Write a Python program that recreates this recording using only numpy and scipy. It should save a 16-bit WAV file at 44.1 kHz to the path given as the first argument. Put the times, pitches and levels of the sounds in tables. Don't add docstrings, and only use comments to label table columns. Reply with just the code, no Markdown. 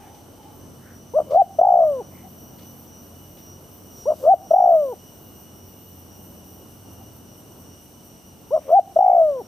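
import sys
import numpy as np
from scipy import signal
from scipy.fft import rfft, irfft, next_fast_len
from scipy.io import wavfile
from scipy.ndimage import minimum_filter1d, map_coordinates

SR = 44100
rng = np.random.default_rng(int(sys.argv[2]) if len(sys.argv) > 2 else 0)


def generate_wav(sig):
    pcm = np.round(np.clip(np.atleast_2d(sig).T, -1, 1) * 32767).astype(np.int16)
    wavfile.write(sys.argv[1], SR, pcm)


N = 417627
TOP_HZ = 15250

# freq_hz, left_right_correlation
STEREO_LIKENESS = [(100, 0.88), (700, 0.64), (2000, 0.31), (5000, 0.66), (8500, 0.19), (14000, 0.19)]
# time_s, rumble_db, low_drone_db, high_drone_db, overtones_db
TRAFFIC_FADERS = [(0, -56, -61, -54.5, -73), (.8, -54.5, -53.5, -61.5, -49.5), (2.6, -55, -52, -68, -48),
                  (3.9, -55.5, -51, -72.5, -56.5), (4.7, -54.5, -60.5, -62, -55.5),
                  (5.9, -56, -51.5, -67.5, -53), (7, -55, -52, -52, -49.5), (8.1, -57.5, -57, -64, -53.5),
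                  (9.47, -56.5, -69, -71.5, -62)]
# freq_hz, gain_db
RUMBLE_EQ = [(20, -24.5), (35, -16.5), (60, -3), (120, -2.5), (190, -2.5), (290, -1), (400, -6),
             (700, -9.5), (1000, -14.5), (1400, -19.5), (1900, -31), (4000, -62.5)]
HISS_EQ = [(500, -14), (1500, -3), (2400, 1.5), (4200, 1), (7000, -2), (10000, -3), (13000, 1), (14600, 0),
           (15500, -16)]
SCUFF_EQ = [(500, -20), (2000, -3), (4500, -3), (8000, -10.5), (14000, -22.5)]
# centre_s, half_length_s, centre_hz, width_octaves, level_db
SWELL_CUES = [(0.051, .12, 1670, 0.7, -59), (.06, .27, 810, 0.14, -50.5), (0.459, .13, 840, 0.069, -49),
              (0.889, .13, 1590, .3, -55), (2.186, 0.12, 2090, 0.16, -59.5), (2.258, 0.04, 750, 0.09, -46),
              (4.018, .14, 6540, 1, -57), (4.211, .15, 5380, .93, -56.5), (7.02, .033, 766, .1, -50),
              (8.671, .15, 2200, 0.45, -62), (9.11, .13, 2130, .16, -58)]
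# start_s, level_db
SCUFF_CUES = [(.145, -60), (.43, -59), (1.304, -53), (2.585, -52), (3.37, -57)]

# time_s, chorus_db, nearest_buzz_db, nearest_whine_db
CICADA_FADERS = [(0, -61, -65.5, -65.5), (1.9, -59.5, -62, -57), (2.3, -59.5, -55, -54.5),
                 (3.7, -58.5, -56.5, -50.5), (5.2, -59, -56, -55.5), (6.2, -59, -55, -57),
                 (7.5, -58, -60.5, -58.5), (9.47, -62, -65.5, -60.5)]
# centre_hz, width_hz, gain_db
CHORUS_MODES = [(2953, 140, -.5), (5868, 330, 1.5), (8550, 620, -3.5), (11400, 460, -5), (13900, 370, -5)]
BUZZ_MODES = [(8720, 110, -12), (11570, 400, -6), (14300, 360, 2)]
CHIRP_MODES = [(5900, 130, -6), (8510, 230, -11), (11200, 300, -7.5), (14080, 220, -0.5)]
CICADA_PHRASES = [(0, .6), (1.63, 4), (2.48, 6), (4.02, 9), (6.18, 13), (7.72, 17), (9.45, 21)]
CLICK_RATE = [(0, 284), (2.3, 280), (5.5, 275.3), (9.5, 270)]
WHINE_GLIDE = [(0, 6024), (1.5, 5863), (2.5, 5750), (6.5, 5668), (9.47, 5594)]
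CHIRP_CUES = [(0.183, 1.4, .39, -63), (6.25, 8.1, .227, -56), (8.277, 9.47, .227, -59)]
SQUEAK_CUES = [(.98, 5860, -56), (2.68, 5930, -53.5), (8.3, 5790, -58)]

WALL_TAPS = [(.055, -34.5), (.105, -38), (.132, -39)]
DOVE_PAN = [(450, 1.4), (750, 2.1), (1200, 3.3)]
THROAT_EQ = [(850, -2.5), (1000, -16), (1130, -26), (1400, -38), (1600, -49), (1900, -51), (2200, -56),
             (2500, -65), (3400, -50), (4400, -46), (5200, -70)]
RASP_EQ = [(250, -29), (450, 2), (800, -0.5), (1200, -3), (1450, -17.5), (1750, -25.5)]
# time_s, pitch_hz, level_db
OPENING_CONTOUR = [(0, 418, -30), (.011, 516, -23), (.032, 617, -11.5), (.054, 641, -9), (.07, 602, -14),
                   (.09, 603, -30.5)]
RISING_CONTOUR = [(0, 559.4, -40.5), (.028, 515.3, -35), (.042, 528.5, -18.5), (.072, 628.6, -10.5),
                  (.092, 671.5, -1.5), (.106, 738, -1.5), (.116, 796.3, -6.5), (.13, 780, -2.5),
                  (.142, 785, -6), (.151, 674, -3.5), (.158, 709, -23), (.175, 728, -30)]
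FALLING_CONTOUR = [(0, 615, -28), (.008, 645, -4.5), (.016, 654, -8), (.025, 662.4, -32), (.032, 691, -0.5),
                   (.07, 750, -2), (.125, 722.3, -2.6), (.21, 688, -2), (.255, 650.6, -4.5),
                   (.305, 609.5, -13), (.345, 572, -17), (.385, 531.3, -24), (.436, 478, -26.5),
                   (.447, 396, -34.5), (.458, 350, -33.5)]
# start_s, length_s, gain_db, shift_hz, flutter_start_s, flutter_end_s,
# flutter_depth (capped at 1), flutter_hz, speed_up_hz_per_s
OPENING_CUES = [(1.136, 0.091, 1, -0.5, 1.182, 1.255, 0.91, 66, 0),
                (4.055, 0.088, 0.5, -0.5, 4.098, 4.17, 0.91, 60, 0),
                (8.506, 0.09, -0.5, 3.5, 8.557, 8.625, 1.1, 70, 0)]
RISING_CUES = [(1.268, .179, 0, -0.5, 1.278, 1.4, 0.78, 76.5, 0),
               (4.196, .168, 0, -10, 4.199, 4.295, .68, 80.75, 0.0042),
               (8.648, 0.17, 0.0016, 8.5, 8.654, 8.742, 0.9, 85.7, 0.0015)]
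FALLING_CUES = [(1.584, 0.44, 0, 0, 1.609, 1.885, 0.96, 53.12, 45.7),
                (4.505, .439, 0, -3, 4.534, 4.78, .93, 42.6, 129),
                (8.958, .465, -.3, 3, 8.983, 9.25, 0.97, 52.1, 45.2)]


def amp(db):
    return 10 ** (np.asarray(db) / 20)


def unit(x):
    return x / np.sqrt(np.mean(x ** 2) + 1e-20)


def along(points, hz):
    freqs, values = np.transpose(points)
    return np.interp(np.log(hz + 1), np.log(freqs + 1), values)


def curves(rows, t):
    times, *columns = np.transpose(rows)
    return [np.interp(t, times, column) for column in columns]


def wobble(rate_hz, t):
    position = (t - t[0]) * rate_hz
    coarse = position[::16]
    knots = rng.standard_normal(int(position[-1]) + 4)
    return np.interp(position, coarse, map_coordinates(knots, [coarse]))


def sine(pitch_hz):
    return np.sin(2 * np.pi * np.cumsum(pitch_hz) / SR)


def filtered(x, response):
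    size = next_fast_len(x.shape[-1] + SR // 4)
    return irfft(rfft(x, size) * response(np.fft.rfftfreq(size, 1 / SR)), size)[..., :x.shape[-1]]


def resonances(modes, hz):
    return sum(amp(db) / (1 + 2 * ((hz - centre) / width) ** 2) for centre, width, db in modes)


def diffuse(response):
    def mid_side_eq(hz):
        spread = np.arccos(np.clip(along(STEREO_LIKENESS, hz), -1, 1)) / 2
        return response(hz) * np.array([np.cos(spread), np.sin(spread)])
    mid, side = filtered(rng.standard_normal((2, N)), mid_side_eq)
    return unit(np.array([mid + side, mid - side]))


def swell(t, centre_s, half_length_s):
    return np.cos(np.pi / 2 * np.clip((t - centre_s) / half_length_s, -1, 1)) ** 2


def traffic(t, rumble_trim_db=8, low_trim_db=-1.5, high_trim_db=-2.5, overtone_trim_db=-2.5, hiss_db=-60):
    def drone(pitch_hz):
        return np.sqrt(2) * amp(2.1 * wobble(7.6, t)) * sine(pitch_hz + 3 * wobble(14, t))
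    rumble_db, low_db, high_db, overtone_db = curves(TRAFFIC_FADERS, t)
    rumble_gain = amp(rumble_db + rumble_trim_db + wobble(6.5, t))
    rumble = rumble_gain * diffuse(lambda hz: amp(along(RUMBLE_EQ, hz)))
    engines = amp(low_db + low_trim_db) * drone(91) + amp(high_db + high_trim_db) * drone(114)
    overtones = amp(overtone_db + overtone_trim_db) * unit(drone(137) + drone(182) + drone(228))
    hiss = amp(hiss_db) * diffuse(lambda hz: amp(along(HISS_EQ, hz)))
    return rumble + engines + overtones + hiss


def noise_swells(t):
    out = np.zeros((2, N))
    for centre_s, half_length_s, centre_hz, octaves, db in SWELL_CUES:
        near = np.abs(t - centre_s) < half_length_s
        band = lambda hz: np.exp(-.5 * (np.log2((hz + 1) / centre_hz) / octaves) ** 2)
        noise = .5 * rng.standard_normal((2, near.sum())) + rng.standard_normal(near.sum())
        out[:, near] += amp(db) * unit(filtered(noise, band)) * swell(t[near], centre_s, half_length_s)
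    return out


def tymbal(rate_hz, modes, scattered_db=-4):
    angle = np.pi * (np.cumsum(rate_hz) / SR % 1) + 1e-9
    harmonics = int(TOP_HZ / rate_hz.max())
    clicks = np.sin((2 * harmonics + 1) * angle) / np.sin(angle) - 1
    body = lambda hz: resonances(modes, hz)
    return unit(filtered(clicks, body)) + amp(scattered_db) * diffuse(body)


def cicadas(t, chorus_trim_db=3, buzz_trim_db=-1, swell_db=.9, slowing=.014):
    chorus_db, buzz_db, _ = curves(CICADA_FADERS, t)
    chorus_gain = amp(chorus_db + chorus_trim_db + .6 * wobble(7.8, t))
    chorus = chorus_gain * diffuse(lambda hz: resonances(CHORUS_MODES, hz))
    progress = curves(CICADA_PHRASES, t)[0] % 1
    rate_hz = curves(CLICK_RATE, t)[0] * (1 - slowing * progress + .0003 * wobble(40, t))
    level_db = buzz_db + buzz_trim_db - swell_db * np.cos(2 * np.pi * progress) + 1.6 * wobble(16, t)
    return chorus + amp(level_db) * tymbal(rate_hz, BUZZ_MODES)


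def chirps(t, half_length_s=.054, click_hz=276):
    envelope = np.zeros(N)
    for start_s, end_s, period_s, db in CHIRP_CUES:
        for centre_s in np.arange(start_s, end_s, period_s):
            envelope += amp(db + rng.normal(0, 1)) * swell(t, centre_s, half_length_s)
    return envelope * tymbal(click_hz * (1 + .001 * wobble(9, t)), CHIRP_MODES)


def whines(t, lead_s=.027, flicker_db=3.5, floor_db=-13, sideband_hz=145, trim_db=-2, whistle_db=-67):
    def tone(hz):
        return amp(flicker_db * wobble(11, t)) * sine(hz * (1 + .0024 * wobble(41, t)))
    pitch_hz, = curves(WHINE_GLIDE, t)
    phrases, = curves(CICADA_PHRASES, t + lead_s)
    envelope = np.abs(np.cos(np.pi * phrases)) ** 6 + amp(floor_db)
    whine = unit(sum(.65 ** k * tone(pitch_hz + k * sideband_hz) for k in range(3)))
    whistle = unit(tone(pitch_hz / 2) + tone((pitch_hz + sideband_hz) / 2))
    _, buzz_db, whine_db = curves(CICADA_FADERS, t)
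    whistle_gain = amp(whistle_db + (buzz_db - buzz_db.max()) / 2 + 2 * wobble(5, t))
    return amp(whine_db + trim_db) * envelope * whine + whistle_gain * whistle


def squeaks(t, half_length_s=.09, waver=.003):
    return sum(amp(db) * swell(t, centre_s, half_length_s) * unit(sine(hz * (1 + waver * wobble(41, t))))
               for centre_s, hz, db in SQUEAK_CUES)


def scuffs(t, scratch_db=3, t60_s=.42):
    envelope = sum(amp(db - 60 * np.abs(t - start_s) / t60_s) * (t >= start_s)
                   for start_s, db in SCUFF_CUES)
    grain = unit(amp(scratch_db * wobble(180, t)))
    return envelope * grain * diffuse(lambda hz: amp(along(SCUFF_EQ, hz)))


def yard(x, t60_s=.41, tail_db=-36):
    t = np.arange(SR // 2) / SR
    tail = rng.standard_normal((2, len(t))) * amp(-60 * t / t60_s)
    scatter = signal.fftconvolve(x[None], tail / np.linalg.norm(tail[0]), axes=1)[:, :N]
    walls = lambda hz: sum(amp(db) * np.exp(-2j * np.pi * hz * delay_s) for delay_s, db in WALL_TAPS)
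    return filtered(x, walls) + amp(tail_db) * scatter


def cage_ring(x, ring_hz=776, width_hz=28, ring_db=-21):
    ring = lambda hz: 1j * hz * width_hz / (ring_hz ** 2 - hz ** 2 + 1j * hz * width_hz)
    return filtered(x, lambda hz: 1 + amp(ring_db) * ring(hz))


def pan_left(x, lag_s=9.5e-5):
    def ports(hz):
        lean = amp(along(DOVE_PAN, hz) / 2)
        return np.array([lean, np.exp(-2j * np.pi * hz * lag_s) / lean])
    return filtered(x, ports)


def coo(contour, cue, t, attack_s=.012, fade_share=.39, bend=.064, jitter=.016,
        rasp_db=-35, husk_db=-18, husk_hz=680, crop_hz=1250):
    start_s, length_s, gain_db, shift_hz, flutter_start_s, flutter_end_s, deepest, rate_hz, speed_up = cue
    pitch_hz, level_db = curves(contour, (t - start_s) * contour[-1][0] / length_s)
    pitch_hz, level_db = pitch_hz + shift_hz, level_db + gain_db
    slack = np.clip((husk_hz - pitch_hz) / 100, 0, 1)
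    flutter_s = t - flutter_start_s
    sets_in = flutter_s / attack_s + .5
    dies = (flutter_end_s - t) / (fade_share * (flutter_end_s - flutter_start_s))
    depth = min(deepest, 1) * np.clip(np.minimum(sets_in, dies), 0, 1)
    cycles = rate_hz * flutter_s + speed_up * flutter_s ** 2 / 2 + .035 * wobble(60, t)
    opening = 1 - depth * np.cos(np.pi * (cycles % 1) ** .88) ** 2
    dip = bend * depth * np.cos(2 * np.pi * cycles - .92)
    pitch_hz = pitch_hz * (1 - dip + jitter * (depth + .22) * wobble(200, t))
    phase = 2 * np.pi * np.cumsum(pitch_hz) / SR
    edge_fade = np.clip(np.minimum(t - t[0], t[-1] - t) / .003, 0, 1)
    effort = edge_fade * amp(level_db + .5 * wobble(70, t))
    tone = filtered(effort * opening * np.sin(phase), lambda hz: 1 / (1 + (hz / crop_hz) ** 10))
    richness = amp(-.33 * np.maximum(level_db + 20, -4) - 6 * depth)
    overtones = richness * sum(amp(along(THROAT_EQ, k * pitch_hz)) * np.sin(k * phase) for k in range(2, 8))
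    air = unit(filtered(rng.standard_normal(len(t)), lambda hz: amp(along(RASP_EQ, hz))))
    leak = (amp(rasp_db) + amp(husk_db) * slack) * depth * np.sqrt(opening)
    rasp = filtered(effort * leak * air, lambda hz: 1 / (1 + (hz / 1500) ** 12))
    return tone + effort * opening * overtones + rasp


def dove():
    song = np.zeros(N)
    for contour, cues in [(OPENING_CONTOUR, OPENING_CUES), (RISING_CONTOUR, RISING_CUES),
                          (FALLING_CONTOUR, FALLING_CUES)]:
        for cue in cues:
            start_s, length_s = cue[:2]
            span = np.arange(int(start_s * SR), min(int((start_s + length_s) * SR), N))
            song[span] += coo(contour, cue, span / SR)
    return song


def scene():
    t = np.arange(N) / SR
    song = cage_ring(dove())
    insects = cicadas(t) + chirps(t) + whines(t) + squeaks(t)
    return pan_left(song) + yard(song) + noise_swells(t) + scuffs(t) + insects + traffic(t)


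def record(dry, ceiling_db=-5, release_db_per_s=28):
    over_db = np.maximum(20 * np.log10(np.abs(dry).max(axis=0) + 1e-9) - ceiling_db, 0)
    ahead_db = -minimum_filter1d(-over_db, size=200)
    creep_db = release_db_per_s * np.arange(N) / SR
    held_db = np.maximum.accumulate(ahead_db + creep_db) - creep_db
    cut_db = signal.sosfilt(signal.bessel(2, 90, fs=SR, output="sos"), held_db)
    return filtered(dry * amp(-cut_db), lambda hz: hz < TOP_HZ)


dry = scene()
out = record(dry)
generate_wav(out)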